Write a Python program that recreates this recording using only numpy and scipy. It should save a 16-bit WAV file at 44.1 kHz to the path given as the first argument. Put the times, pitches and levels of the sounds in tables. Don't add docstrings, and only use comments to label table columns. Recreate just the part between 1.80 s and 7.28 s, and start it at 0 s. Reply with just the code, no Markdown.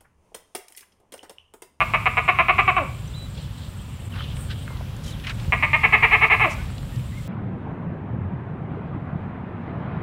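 import sys
import numpy as np
from scipy import signal
from scipy.fft import rfft, irfft
from scipy.io import wavfile
from scipy.ndimage import uniform_filter1d

SR = 44100
rng = np.random.default_rng(int(sys.argv[2]) if len(sys.argv) > 2 else 0)


def to_wav(s):
    ch = np.atleast_2d(s).T
    pcm = np.round(np.clip(ch, -1, 1) * 32767)
    wavfile.write(sys.argv[1], SR, pcm.astype(np.int16))


N = 241570

# (start [s], length [ms], start rate [Hz], top rate [Hz], end rate [Hz],
# top position [share of length], click level before the resonances [dB], tilt start to end [dB])
CROAKS = [(0.0057, 22.8, 109.4, 307, 390, 0.81, -9.5, -5), (0.1378, 22, 191, 320, 410, 0.97, -8, -3.5),
          (0.2584, 24, 172, 258, 114, .5, -7, -1), (0.3713, 24.5, 188.5, 248, 160, 0.47, -7, -2),
          (0.4803, 27.1, 189, 380, 150, 0.56, -6.5, -1), (0.5885, 29, 222, 350, 210, .6, -7.5, -8.5),
          (0.6852, 29.4, 212.4, 385, 212, 0.61, -7.5, -4), (0.783, 26.5, 218.6, 410, 186, 0.52, -6.5, -0.5),
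          (0.8792, 29, 388, 382, 314, 0.14, -9.5, -4), (0.9669, 26.2, 386, 377, 280, 0.16, -14.5, -1.5),
          (3.7237, 23.6, 176.7, 243, 91, 0.44, -6.5, -6.5), (3.8264, 25.7, 236, 313, 140, 0.57, -5, -3),
          (3.933, 32.4, 289.7, 310, 130, 0.6, -3.5, -7), (4.034, 32, 326, 450, 113, .4, -5.5, 2),
          (4.1252, 36.5, 302, 438, 280, 0.38, -3.5, 0.5), (4.2255, 34.8, 315, 480, 220, 0.42, -3.5, 0),
          (4.312, 49.6, 305, 438, 237, 0.54, -4.5, 6), (4.4126, 46.4, 244.7, 453, 244, 0.5, -6.5, 3),
          (4.5008, 52, 230, 443, 230, 0.55, -7, 0), (4.5979, 59.5, 139, 440, 290, .4, -10.5, 1.5)]
# (from [s], mouth [Hz], throat [Hz], throat trim [dB])
CALL_VOICES = [(0, 2316, 1142, -2.5), (3.7, 2248, 1096, -6.5)]
# (centre [Hz], width [Hz], gain re throat [dB])
CHEST_MODES = [(710, 200, -5), (435, 130, -11), (1720, 200, -9), (3700, 500, -28)]
# (centre [Hz], width [Hz], level re strongest click [dB])
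RASP_BANDS = [(5750, 2500, -67), (10170, 430, -65.5), (12700, 460, -65), (15200, 600, -68)]
# (start [s], length [s], start pitch [Hz], end pitch [Hz], rms at the crest [dB])
SIGHS = [(0.983, 0.0618, 345.3, 240, -29), (4.634, 0.0543, 409.6, 260, -24)]
SIGH_PARTIALS_DB = [-6, 2, -5, -11, -18, -17, -13, -13]
# (time [s], rumble [dB], grass hiss [dB])
WIND_LEVELS = [(0, -32, -44.5), (1.3, -32.5, -48), (2.2, -33.5, -48.5), (2.4, -30, -45.5),
               (3.2, -30.5, -46.5), (3.7, -28.5, -45), (4.7, -29.5, -42), (5.0, -29.5, -47),
               (5.48, -30, -47.5)]
# (time [s], rumble rise [dB])
GUSTS = [(0.06, 0), (3.27, 3.5), (3.69, 3.5), (5.19, 3)]
# (frequency [Hz], relative density [dB])
RUMBLE_SPECTRUM = [(12, -43), (20, -29), (43, -2.5), (129, 0.5), (145, -2), (178, -9), (206, -11),
                   (317, -22), (450, -28), (580, -26), (990, -120)]
# (frequency [Hz], relative density [dB])
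HISS_SPECTRUM = [(150, -24), (300, -9.5), (600, -0.5), (1200, -2), (2000, -6.5), (3200, -4.5), (4500, -12),
                 (6500, -18), (10000, -18), (16000, -21), (19000, -38)]
# (start [s], end [s], upper song [dB], lower song [dB])
INSECT_PHRASES = [(-.1, 0.518, -62, -63), (.73, 1.672, -61, -63), (1.728, 2.197, -60.5, -64),
                  (2.225, 2.305, -55, -62), (2.5, 2.93, -61, -67), (3.48, 4.424, -63, -65),
                  (4.572, 5.595, -62.5, -65)]
# (start [s], length [s], bend after [s], start pitch [Hz], bend pitch [Hz], end pitch [Hz],
# rms [dB], waver [dB])
BIRD_NOTES = [(1.276, .009, .004, 5900, 6050, 6200, -49, 1.5),
              (1.337, .125, .016, 3350, 3990, 3930, -45, .4), (2.32, .025, .012, 3100, 2850, 2600, -47, 5),
              (2.39, .08, .03, 2950, 3150, 2750, -47, 5), (2.86, .12, .06, 2200, 2100, 2020, -53, 4),
              (3.25, .055, .027, 4050, 3150, 3050, -46, 4), (3.315, .04, .025, 4150, 3350, 3050, -47, 3),
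              (4.78, .04, .025, 1450, 1490, 1580, -47, 4), (5.12, .06, .03, 1850, 1840, 1820, -54, 4),
              (5.32, .09, .04, 1850, 2100, 2050, -56, 4)]
# (start [s], length [s], centre [Hz], width [Hz], nominal level [dB])
RUSTLES = [(1.538, 0.14, 3360, 3000, -49), (1.566, 0.054, 503, 500, -48), (1.773, .12, 3600, 2000, -51.5),
           (1.974, 0.065, 3120, 1200, -56), (2.321, 0.11, 1250, 1520, -44), (2.325, 0.22, 3100, 1790, -45),
           (2.548, 0.13, 8600, 2200, -49.5), (2.563, .1, 14500, 2520, -60),
           (2.684, 0.055, 3150, 2420, -41.5), (2.685, 0.053, 1580, 900, -44), (2.75, .09, 3200, 900, -49),
           (2.76, .12, 8700, 1200, -61), (2.863, 0.17, 1100, 1220, -50), (3.222, 0.11, 4600, 9150, -46.5),
           (3.438, 0.025, 2300, 2500, -38.5), (3.46, 0.064, 1850, 3050, -34), (3.56, 0.14, 2500, 3520, -51),
           (4.694, 0.053, 6100, 6100, -45)]
# (time [s], peak [dB], ring [Hz])
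STALK_SNAPS = [(2.406, -24.5, 1450), (2.568, -31, 2500), (2.878, -24.5, 1550), (2.905, -37, 900),
               (2.971, -35, 3160), (3.009, -29, 665), (3.165, -38, 7000), (3.28, -42, 5500),
               (3.399, -33, 2880), (3.469, -19.5, 2390), (3.487, -29, 2500), (3.496, -26, 3400),
               (3.598, -33, 2500), (3.646, -35, 2500), (4.902, -31, 1510), (4.981, -33, 3150),
               (5.03, -32, 1410), (5.16, -37.5, 4500), (5.195, -41, 3000)]
# (time [s], half length [ms], amplitude lost [share])
BACKGROUND_DIPS = [(2.292, 4.8, 0.7), (4.497, 11, .6)]

MOUTH_WIDTH_HZ, THROAT_WIDTH_HZ, VOICE_TOP_HZ = 1126, 416, 3350
USUAL_DB, MOUTH_HZ_PER_DB, OPENING_DB_PER_DB = -9, -11, 0.45
FAR_T60_S, NEAR_T60_S, NEAR_RE_FAR_DB, ECHO_RISE_MS = 0.44, 0.048, 8, 5


def gecko():
    voice = np.zeros(N)
    for s, *row in CROAKS:
        add(voice, s - .0014, croak(s, *row))
    for s, *row in SIGHS:
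        add(voice, s, sigh(*row))
    return echo(voice, db=-5.5)


def glottis(ms, start_hz, top_hz, end_hz, top_at, peak_db, tilt_db,
            edge_db=-11.5, scatter_db=0.9, jitter_cycles=0.008):
    t = np.arange(int(.12 * SR)) / SR
    along = t / (ms / 1000)
    top_at = np.clip(top_at, .05, .95)
    from_top = np.interp(along, [0, top_at, 1], [1, 0, 1]) ** 1.9
    rate_hz = top_hz + from_top * (np.where(along < top_at, start_hz, end_hz) - top_hz)
    cycles = np.cumsum(rate_hz) / SR
    count = int(np.interp(1, along, cycles) + .3) + 1
    jitter, scatter = rng.standard_normal((40, 2))[:count].T
    click_s = np.interp(np.arange(count) + jitter_cycles * jitter, cycles, t)
    place = 2000 * click_s / ms - 1
    swell_db = min(edge_db - peak_db, 0) * abs(place) ** 1.46
    gains = undb(peak_db + swell_db + tilt_db * place / 2 + scatter_db * scatter)
    lag_samples = (t[:, None] - click_s) * SR - 8
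    impulses = np.sinc(lag_samples) * np.exp(-lag_samples ** 2 / 18)
    return impulses @ gains, gains.max()


def croak(s, ms, start_hz, top_hz, end_hz, top_at, peak_db, tilt_db):
    clicks, top_gain = glottis(ms, start_hz, top_hz, end_hz, top_at, peak_db, tilt_db)
    _, mouth_hz, throat_hz, throat_db = [v for v in CALL_VOICES if v[0] <= s][-1]
    mouth_hz += MOUTH_HZ_PER_DB * (peak_db - USUAL_DB)
    throat_db -= OPENING_DB_PER_DB * (peak_db - USUAL_DB)
    mouth = ring(clicks, mouth_hz, MOUTH_WIDTH_HZ, order=4)
    throat = ring(clicks, throat_hz, THROAT_WIDTH_HZ)
    throat = ring(throat, throat_hz, width_hz=570, order=2)
    for hz, width_hz, db in CHEST_MODES:
        throat += np.sign(hz - throat_hz) * undb(db) * ring(clicks, hz, width_hz, order=2)
    puffs = uniform_filter1d(clicks, size=150) * rng.standard_normal(len(clicks))
    rasp = sum(undb(db) * unit(ring(puffs, hz, width_hz, order=2)) for hz, width_hz, db in RASP_BANDS)
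    voice = undb(29.5) * mouth - undb(33 + throat_db) * throat
    return signal.sosfilt(signal.butter(2, VOICE_TOP_HZ, fs=SR, output="sos"), voice) + top_gain * rasp


def sigh(length_s, start_hz, end_hz, db):
    along = np.linspace(0, 1, int(length_s * SR))
    phase = 2 * np.pi * np.cumsum(start_hz + (end_hz - start_hz) * along) / SR
    tone = sum(undb(level_db) * np.sin(k * phase) for k, level_db in enumerate(SIGH_PARTIALS_DB, 1))
    return unit(tone) * undb(db) * np.sin(np.pi * along ** 0.96)


def echo(direct, db):
    t = np.arange(SR // 2) / SR
    rise = 1 - np.exp(-1000 * t / ECHO_RISE_MS)
    fall = undb(-60 * t / FAR_T60_S) + undb(NEAR_RE_FAR_DB - 60 * t / NEAR_T60_S)
    tail = rng.standard_normal(len(t)) * rise * fall
    tail /= np.sqrt(np.sum(tail ** 2))
    return direct + undb(db) * signal.fftconvolve(direct, tail)[:N]


def wind(gust_half_s=0.024):
    t = np.arange(N) / SR
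    times_s, *levels_db = np.transpose(WIND_LEVELS)
    rumble_db, hiss_db = [np.interp(t, times_s, db) for db in levels_db]
    rumble_db += sum(db * bump(t - s, gust_half_s) for s, db in GUSTS)
    rumble = flickering_noise(RUMBLE_SPECTRUM, flicker_db=0.65, rate_hz=6)
    hiss = flickering_noise(HISS_SPECTRUM, flicker_db=1.0, rate_hz=8)
    return rumble * undb(rumble_db) + hiss * undb(hiss_db)


def insects(upper_hz=8180, lower_hz=7260, floor_db=-79.5, fade_s=0.076,
            first_pair_s=.095, period_s=.1175, gap_s=.045, pulse_half_s=.013):
    t = np.arange(N) / SR
    gains = np.full((2, N), undb(floor_db))
    for start_s, end_s, *db in INSECT_PHRASES:
        gate = np.clip(np.minimum(t - start_s, end_s - t) / fade_s + .5, 0, 1)
        gains += undb(db)[:, None] * gate
    since_s = (t - first_pair_s + period_s / 4) % period_s - period_s / 4
    throb = 0.45 + bump(since_s, pulse_half_s) + bump(since_s - gap_s, pulse_half_s)
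    upper = unit(throb * ring(rng.standard_normal(N), upper_hz, width_hz=700, order=2))
    lower = unit(ring(rng.standard_normal(N), lower_hz, width_hz=400, order=2))
    return upper * gains[0] + lower * gains[1]


def birds(fade_s=0.0013):
    out, waver = np.zeros(N), wander(rate_hz=200)
    for s, length_s, bend_s, *hz, db, waver_db in BIRD_NOTES:
        t = np.arange(0, length_s, 1 / SR)
        gate = np.clip(np.minimum(t, length_s - t) / fade_s, 0, 1)
        shake_db = waver_db * waver[int(s * SR):][:len(t)]
        glide_hz = np.interp(t, [0, min(bend_s, .9 * length_s), length_s], hz)
        phase = 2 * np.pi * np.cumsum(glide_hz * (1 + 0.00305 * shake_db)) / SR
        add(out, s, np.sqrt(2) * gate * undb(db + shake_db) * np.sin(phase))
    return echo(out, db=-12)


def grass(snap_decay_s=0.0028):
    out = np.zeros(N)
    crackle = rng.standard_normal(N) * undb(2.5 * wander(rate_hz=150))
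    for s, length_s, hz, width_hz, db in RUSTLES:
        stretch = crackle[int(s * SR):][:int(length_s * SR)]
        rustle = unit(ring(stretch, hz, width_hz, order=3))
        swell = np.sin(np.linspace(0, np.pi, len(rustle))) ** 0.51
        add(out, s, rustle * swell * undb(db + 1.5))
    t = np.arange(SR // 20) / SR
    for s, db, hz in STALK_SNAPS:
        burst = rng.standard_normal(len(t)) * np.exp(-t / snap_decay_s)
        snap = ring(burst, hz, width_hz=0.64 * hz, order=2)
        add(out, s, snap * undb(db) / abs(snap).max())
    return out


def flickering_noise(spectrum, flicker_db, rate_hz):
    hz, db = np.transpose(spectrum)
    bins_hz = np.fft.rfftfreq(N, 1 / SR) + 1
    colour_db = np.interp(np.log(bins_hz), np.log(hz), db, left=-90, right=-90)
    coloured = rfft(rng.standard_normal(N)) * undb(colour_db)
    out = np.zeros(N)
    for half_octave in np.arange(max(8, int(2 * np.log2(hz[0]))), min(30, 2 * np.log2(hz[-1]))):
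        share = np.clip(1 - abs(2 * np.log2(bins_hz) - half_octave), 0, 1)
        out += irfft(coloured * share, N) * undb(flicker_db * wander(rate_hz))
    return unit(out)


def wander(rate_hz):
    hold = int(SR / rate_hz)
    steps = np.repeat(rng.standard_normal(N // hold + 1), hold)
    return unit(uniform_filter1d(uniform_filter1d(steps, hold), hold)[:N])


def ring(x, hz, width_hz, order=1):
    b, a = signal.iirpeak(hz, hz / width_hz, fs=SR)
    for _ in range(order):
        x = signal.lfilter(b, a, x)
    return x


def bump(t, half_s):
    return np.exp(-(t / half_s) ** 2)


def undb(db):
    return 10 ** (np.asarray(db) / 20)


def unit(x):
    return x / np.sqrt(np.mean(x ** 2))


def add(out, s, piece):
    i = max(int(s * SR), 0)
    out[i:i + len(piece)] += piece[:N - i]


def scene():
    t = np.arange(N) / SR
    background = wind() + insects() + birds() + grass()
    for s, half_ms, lost in BACKGROUND_DIPS:
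        background *= 1 - lost * bump(t - s, half_ms / 1000)
    return (gecko() + background)[None]


def record(dry):
    return signal.sosfilt(signal.ellip(10, .2, 70, 15750, fs=SR, output="sos"), dry)


dry = scene()
out = record(dry)
to_wav(out)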